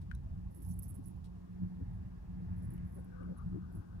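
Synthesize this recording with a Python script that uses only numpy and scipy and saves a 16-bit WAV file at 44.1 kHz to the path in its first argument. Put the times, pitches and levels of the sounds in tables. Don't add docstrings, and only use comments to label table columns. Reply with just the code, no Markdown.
import sys
import numpy as np
from scipy import signal
from scipy.io import wavfile

SR = 44100
rng = np.random.default_rng(int(sys.argv[2]) if len(sys.argv) > 2 else 0)


def generate_wav(signal):
    frames = np.transpose(np.atleast_2d(signal))
    scaled = np.clip(frames, -1, 1) * 32767
    pcm = np.round(scaled).astype(np.int16)
    wavfile.write(sys.argv[1], SR, pcm)


N = 176400


def from_db(db):
    return 10 ** (np.asarray(db) / 20)


def rms_one(x):
    return x / np.sqrt(np.mean(x ** 2) + 1e-20)


def level_curve(rows):
    return from_db(np.interp(np.arange(N) / SR, *np.transpose(rows)))


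def at_hz(points, hz):
    freqs, values = np.transpose(points)
    return np.interp(np.log(hz), np.log(freqs), values)


def drift(rate):
    r = np.exp(-80 * np.pi * rate / SR)
    noise = rng.standard_normal(N // 40 + 2002)
    slow = signal.lfilter([1], [1, -2 * r, r * r], noise)[2000:]
    return np.interp(np.arange(N) / 40, np.arange(len(slow)), rms_one(slow))


def keep_band(x, kind, hz, order):
    return signal.sosfilt(signal.butter(order, hz, kind, fs=SR, output="sos"), x)


def resonate(x, hz, width_hz):
    r = np.exp(-np.pi * width_hz / SR)
    feedback = [1, -2 * r * np.cos(2 * np.pi * hz / SR), r * r]
    return signal.lfilter(np.array([1, 0, -1]) * (1 - r * r) / 2, feedback, x + 1e-18)


def narrow(x, hz, width_hz):
    return resonate(resonate(x, hz, width_hz), hz, width_hz)


def impulses(rows):
    out = np.zeros(N)
    for s, db in rows:
        out[int(s * SR)] += from_db(db)
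    return out + 1e-18


def strike(rows, tones):
    out, taps = 0, impulses(rows)
    for hz, db, ring_s in tones:
        r = np.exp(-np.log(1000) / (ring_s * SR))
        w = 2 * np.pi * hz / SR
        out = out + from_db(db) * signal.lfilter([0, np.sin(w)], [1, -2 * r * np.cos(w), r * r], taps)
    return out


def burst(rows, rings, decay_s):
    force = signal.lfilter([1], [1, -np.exp(-1 / (decay_s * SR))], impulses(rows))
    return sum(from_db(db) * resonate(force * rng.choice([-1, 1], N), hz, width)
               for hz, width, db in rings)


def pressure(rows, attack_s, release_s):
    t, power = np.arange(N) / SR, 0
    for s, db, length in rows:
        rise = np.clip((t - s) / attack_s, 0, 1)
        fall = np.exp(-np.clip((t - s - length) / release_s, 0, 20))
        power = power + (from_db(db) * rise * fall) ** 2
    return np.sqrt(power)


def crackle(per_s=650, spread_db=4.2):
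    sizes = from_db(spread_db * np.minimum(rng.exponential(1, N), 3.5)) * rng.choice([-1, 1], N)
    return rms_one(sizes * (rng.random(N) < per_s / SR))


def pan(x, left_db=0, right_db=0):
    return from_db([[left_db], [right_db]]) * x


def scatter(x, level_db, ring_s=0.14):
    t = np.arange(SR // 4) / SR
    tails = rng.standard_normal((2, len(t))) * np.exp(-np.log(1000) * t / ring_s)
    return from_db(level_db) * np.array([signal.fftconvolve(x, h / np.linalg.norm(h))[:N] for h in tails])


# f/Hz, likeness (1 = the same)
LIKENESS = [(30, .99), (180, .98), (300, .88), (600, .65), (1400, .6), (3000, .3), (12000, .1)]
# f/Hz, left minus right/dB
BALANCE = [(60, 0), (190, 1), (330, 5.5), (700, 3), (1300, 1.5), (2000, 0), (3000, 4.5), (12000, -0.2)]
def banded_noise(spectrum, flicker_db):
    centres = 25 * 2 ** (np.arange(29) / 3)
    sides = np.array([[1], [-1]])
    out, white = 0, rng.standard_normal((2, 2, N + SR // 2))
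    for k, hz in enumerate(centres):
        if spectrum[0][0] / 1.13 < hz < spectrum[-1][0] * 1.13:
            common, opposed = keep_band(white[k % 2], "band", [hz / 1.12, hz * 1.12], order=2)[:, -N:]
            alike = at_hz(LIKENESS, hz)
            gain = from_db(at_hz(spectrum, hz) + flicker_db * drift(9.1))
            lean = from_db(sides * at_hz(BALANCE, hz) / 2)
            out = out + gain * lean * (np.sqrt(1 + alike) * common + np.sqrt(1 - alike) * opposed * sides)
    return rms_one(out)


# t/s, left minus right/dB
SWAY = [(0.0, 0), (0.68, -2.5), (0.93, -0.5), (1.14, -6.5), (1.38, -1.5), (3.87, 1.5), (3.94, -1), (4.0, 2)]
def sway(x):
    return x * level_curve(SWAY) ** np.array([[.5], [-.5]])


# f/Hz, relative level/dB
RUMBLE_COLOUR = [(25, -14.5), (40, -4), (55, 0), (80, -0.5), (100, 0), (130, -8), (180, -7), (220, -22)]
ROAD_COLOUR = [(200, -4), (260, 0), (340, 0.5), (420, -7.5), (600, -12.5), (800, -12), (1100, -18.5),
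               (1400, -19.5), (2200, -30)]
TYRE_COLOUR = [(700, -2.5), (1000, -12.5), (1300, 3), (1600, 1.5), (1950, -3.5), (2600, 0)]
AIR_COLOUR = [(1410, -29.5), (2400, -4.5), (3830, -7.5), (5330, -8), (7500, -13), (8800, -11.5),
              (10800, -11.5), (15000, -16.5)]
# t/s, relative level/dB
RUMBLE_LEVEL = [(0.0, -48.5), (0.13, -47), (0.5, -47.5), (0.54, -56.5), (0.68, -44.5), (1.51, -56),
                (1.66, -45.5), (1.73, -61.5), (1.83, -44.5), (2.16, -52.5), (2.71, -43.5), (3.07, -51.5),
                (3.42, -50), (3.44, -45), (3.71, -51), (3.8, -45), (3.83, -59), (4.0, -48)]
ROAD_LEVEL = [(0, -68.5), (1.3, -67.5), (2.4, -67), (4, -66.5)]
TYRE_LEVEL = [(0, -78), (1.2, -89), (1.5, -77), (2.3, -75.5), (2.8, -70.5), (3.2, -82), (4, -90)]
def traffic():
    rumble = from_db(3.5) * level_curve(RUMBLE_LEVEL) * banded_noise(RUMBLE_COLOUR, flicker_db=1.0)
    road = from_db(3.5) * level_curve(ROAD_LEVEL) * banded_noise(ROAD_COLOUR, flicker_db=2.5)
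    tyres = level_curve(TYRE_LEVEL) * banded_noise(TYRE_COLOUR, flicker_db=1.5)
    air = from_db(-81.5) * banded_noise(AIR_COLOUR, flicker_db=.7)
    return sway(rumble) + road + keep_band(tyres, "low", hz=2150, order=6) + air


# multiple of its note, relative level/dB
ENGINE_OVERTONES = [(1.25, -33), (1.5, -21.5), (2.25, -33), (2.497, -39.5)]
# t/s, relative level/dB
ENGINE_LEVEL = [(0.0, -56.5), (0.66, -57), (0.7, -44.5), (0.87, -60), (1.54, -51), (1.63, -40),
                (1.71, -50.5), (2.12, -50), (2.21, -60.5), (2.41, -45), (3.22, -55.5), (3.3, -41),
                (3.38, -58), (3.48, -43.5), (3.8, -53), (3.83, -64), (3.97, -48.5), (4.0, -70)]
def engine_drone(note_hz=178.6, wander_hz=1.427, roughness=0.39):
    phase = 2 * np.pi * np.cumsum(note_hz + wander_hz * drift(2.81)) / SR
    note = 0
    for multiple, db in [(1, 0.026)] + ENGINE_OVERTONES:
        tone = (1 + roughness * drift(21.2)) * np.sin(multiple * phase)
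        jitter = roughness * drift(16.4) * np.cos(multiple * phase)
        note = note + from_db(db) * rms_one(tone + jitter)
    return from_db(1.5) * level_curve(ENGINE_LEVEL) * note


# f/Hz, width/Hz, level/dB
WHINES = [(1087, 6.3, -85.5), (1256, 11, -85)]
# t/s, level/dB
SWELL_LEVEL = [(0, -81.5), (2.2, -90), (2.6, -77), (3.1, -74.5), (3.22, -57.5), (3.36, -80.5), (4, -76)]
def machine_whines():
    def whine(hz, width_hz):
        return rms_one(narrow(rng.standard_normal(N), hz, width_hz))
    steady = sum(from_db(db) * whine(hz, width) for hz, width, db in WHINES)
    return steady + level_curve(SWELL_LEVEL) * whine(hz=494, width_hz=10)


# t/s, level/dB, length/s
SCUFFS = [(.012, -70, 0.003), (1.238, -69.5, 0.018)]
# f/Hz, width/Hz, relative level/dB
SCUFF_RINGS = [(3430, 1400, -1.5), (4360, 1900, -7), (8700, 870, -1.5), (10500, 1200, -9)]
def soil_scuffs():
    def grit():
        return rms_one(sum(from_db(db) * resonate(crackle(), hz, width) for hz, width, db in SCUFF_RINGS))
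    return pressure(SCUFFS, attack_s=0.006, release_s=0.013) * np.array([grit(), grit()])


# t/s, level/dB
SCRAP_HITS = [(.1128, -48), (.1141, -56), (.1161, -59.5)]
# f/Hz, relative level/dB, ring time/s
SCRAP_TONES = [(1498, 9, 0.018), (1564, 6.5, 0.018), (1820, -2.5, 0.018), (2060, -25, 0.026),
               (4140, -17, .014), (5800, -16, 0.0054), (8500, -19, 0.01)]
# f/Hz, width/Hz, relative level/dB
CRUNCH_RINGS = [(1710, 250, 9), (2540, 1600, -11), (8800, 900, -13)]
def scrap_knock():
    ring = strike(SCRAP_HITS, SCRAP_TONES)
    crunch = burst(SCRAP_HITS, CRUNCH_RINGS, decay_s=.0035)
    knock = keep_band(ring + crunch, "high", hz=1240, order=4)
    return pan(knock, right_db=-13) + scatter(knock, level_db=-16.5)


# t/s, level/dB
TWIG_TAPS = [(.1494, -69.5), (3.383, -81)]
# f/Hz, relative level/dB, ring time/s
TWIG_TONES = [(1620, 3, 0.019), (2610, -4, 0.02), (3920, 4.5, 0.043), (5630, 3.5, 0.014), (6200, 2, 0.033),
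              (8550, 4, 0.028), (10420, 14.5, 0.011)]
def twig_ticks():
    ticks = strike(TWIG_TAPS, TWIG_TONES)
    return ticks + scatter(ticks, level_db=-16.5)


# t/s, level/dB
SNAPS = [(0.1497, -50), (.554, -49), (.575, -55), (.627, -55), (.657, -53), (.690, -40), (.7900, -30.5),
         (.7942, -36), (0.8247, -50), (0.883, -48), (.891, -38.5), (.899, -38.5), (.908, -43), (1.058, -43),
         (2.704, -67), (2.71, -50), (2.738, -67), (2.953, -49), (3.046, -49.5), (3.752, -59)]
# f/Hz, width/Hz, relative level/dB
SNAP_RINGS = [(9100, 270, -1.5), (10900, 1900, -2.5), (11700, 560, 0), (14900, 1100, -15)]
def stalk_snaps(decay_s=0.0021, note_hz=11160, width_hz=930, note_db=3):
    loudest = max(db for _, db in SNAPS)
    dulling = 0.44
    bright = burst([(s, db - dulling * (loudest - db)) for s, db in SNAPS], SNAP_RINGS, decay_s)
    spray = burst(SNAPS, [(note_hz, width_hz, note_db)], decay_s)
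    note = resonate(spray, note_hz, width_hz)
    snaps = keep_band(bright + note, "high", hz=8460, order=8)
    return pan(snaps, left_db=-9.5) + scatter(snaps, level_db=-21)


# t/s, level/dB, length/s, brightness/dB
STEPS = [(.507, -66, 0.0087, -5), (0.54, -68, .008, -6), (0.545, -58, 0.029, -5), (0.602, -65, .012, -3),
         (0.62, -56, 0.0069, 4), (0.645, -60.5, 0.077, -6), (0.686, -56, 0.009, -2),
         (0.722, -63, 0.017, -4), (0.758, -70, 0.027, -3), (0.787, -72, .003, 10), (0.822, -48, 0.01, -2),
         (0.863, -68, 0.013, -1), (0.879, -52.5, 0.027, -10), (0.94, -56.5, .016, -0.5),
         (1.006, -74.5, 0.027, 4), (1.036, -69, .004, 7), (1.055, -54.5, 0.026, -4), (1.157, -74, 0.02, -5),
         (1.93, -77, 0.011, -1), (2.56, -77, 0.059, -8), (2.62, -64, 0.012, 1), (2.638, -66.5, 0.016, -11),
         (2.67, -79, 0.025, -2), (2.703, -56, 0.0076, -12), (2.733, -59, 0.0053, -3),
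         (2.847, -72, 0.053, -15), (2.919, -69, 0.033, -3), (2.944, -55.5, 0.0096, -8),
         (2.982, -65, 0.02, -4), (3.04, -62, .002, -15), (3.368, -68, 0.009, -7), (3.714, -74, 0.028, -2),
         (3.749, -56, 0.0077, -16), (3.77, -71, 0.031, -9)]
# f/Hz, width/Hz, relative level/dB
LITTER_RINGS = [(10300, 620, -3), (10780, 400, -1.5), (11150, 1340, -4.5)]
LITTER_RASP = [(6000, 2000, -21), (8700, 1200, -10), (9730, 880, -9), (12100, 2000, -9), (14000, 1200, -22),
               (14200, 1000, -19.5)]
def footfalls(attack_s=0.00069, release_s=0.018, flicker_db=5):
    share = 0.55
    common = np.sqrt(share) * crackle()

    def crush(force, bands):
        out = 0
        for hz, width, db in bands:
            gain = from_db(db + flicker_db * drift(11))
            cracks = common + np.sqrt(1 - share) * crackle()
            out = out + narrow(gain * force * cracks, hz, width)
        return out
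    force = pressure([(s, db, length) for s, db, length, _ in STEPS], attack_s, release_s)
    sharp = pressure([(s, db + bright, length) for s, db, length, bright in STEPS], attack_s, release_s)
    steps = from_db(8) * (crush(force, LITTER_RINGS) + crush(sharp, LITTER_RASP))
    return pan(steps, left_db=-14) + scatter(steps, level_db=-16)


# t/s, relative level/dB, length/s
BUMPS = [(.55, -54.5, 0.067), (.90, -57.5, 0.016), (.98, -58, 0.028), (1.61, -51.5, 0.02),
         (1.78, -59.5, 0.044), (2.39, -54.5, 0.043), (2.59, -52, 0.034), (2.70, -51, 0.044),
         (2.80, -53, 0.029), (2.96, -48, 0.03), (3.07, -46.5, 0.022), (3.20, -51.5, 0.056),
         (3.27, -47.5, 0.071), (3.52, -57.5, 0.054), (3.73, -58.5, 0.076), (3.94, -62, 0.027)]
# f/Hz, relative level/dB
BUMP_COLOUR = [(200, -15.5), (255, 3.5), (320, 0), (400, -16), (500, -14.5)]
def soft_bumps():
    force = pressure(BUMPS, attack_s=0.0044, release_s=0.02)
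    rubs = from_db(0.5) * force * banded_noise(BUMP_COLOUR, flicker_db=7.0)
    return pan(rubs, right_db=-8.5)


# t/s, level/dB
CLICKS = [(1.637, -81), (2.778, -59), (3.231, -64)]
# f/Hz, relative level/dB, ring time/s
CLICK_TONES = [(2260, -2, 0.027), (2940, -5.5, 0.029), (8800, -5.5, 0.0098), (9300, -3.5, 0.01)]
def near_clicks():
    return pan(strike(CLICKS, CLICK_TONES), right_db=-16)


# f/Hz, width/Hz, relative level/dB
WHIRR_RINGS = [(1210, 300, -0.5), (1503, 190, 1)]
# t/s, level/dB
WHIRR_LEVEL = [(0, -106), (2.5, -87), (2.7, -86), (3.08, -70), (3.27, -67), (3.42, -68), (3.6, -71.5),
               (3.8, -67), (4, -67.5)]
def distant_whirr(waver_db=5.5):
    rings = sum(from_db(db + waver_db * drift(5)) * narrow(rng.standard_normal(N), hz, width)
                for hz, width, db in WHIRR_RINGS)
    dull = keep_band(rings, "low", hz=1710, order=12)
    return pan(level_curve(WHIRR_LEVEL) * rms_one(dull), right_db=-29.5)


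def scene():
    animal = footfalls() + stalk_snaps() + soil_scuffs() + scrap_knock() + twig_ticks()
    close = soft_bumps() + near_clicks()
    distant = sway(engine_drone() + machine_whines()) + traffic() + distant_whirr()
    return animal + close + distant


def record(dry):
    lag_s, cutoff_hz = 0.001089, 15800
    n = np.arange(N)
    left = np.interp(n - lag_s * SR, n, dry[0])
    treble_cut = signal.ellip(10, .2, 70, cutoff_hz, fs=SR, output="sos")
    return signal.sosfilt(treble_cut, np.array([left, dry[1]]))


dry = scene()
out = record(dry)
generate_wav(out)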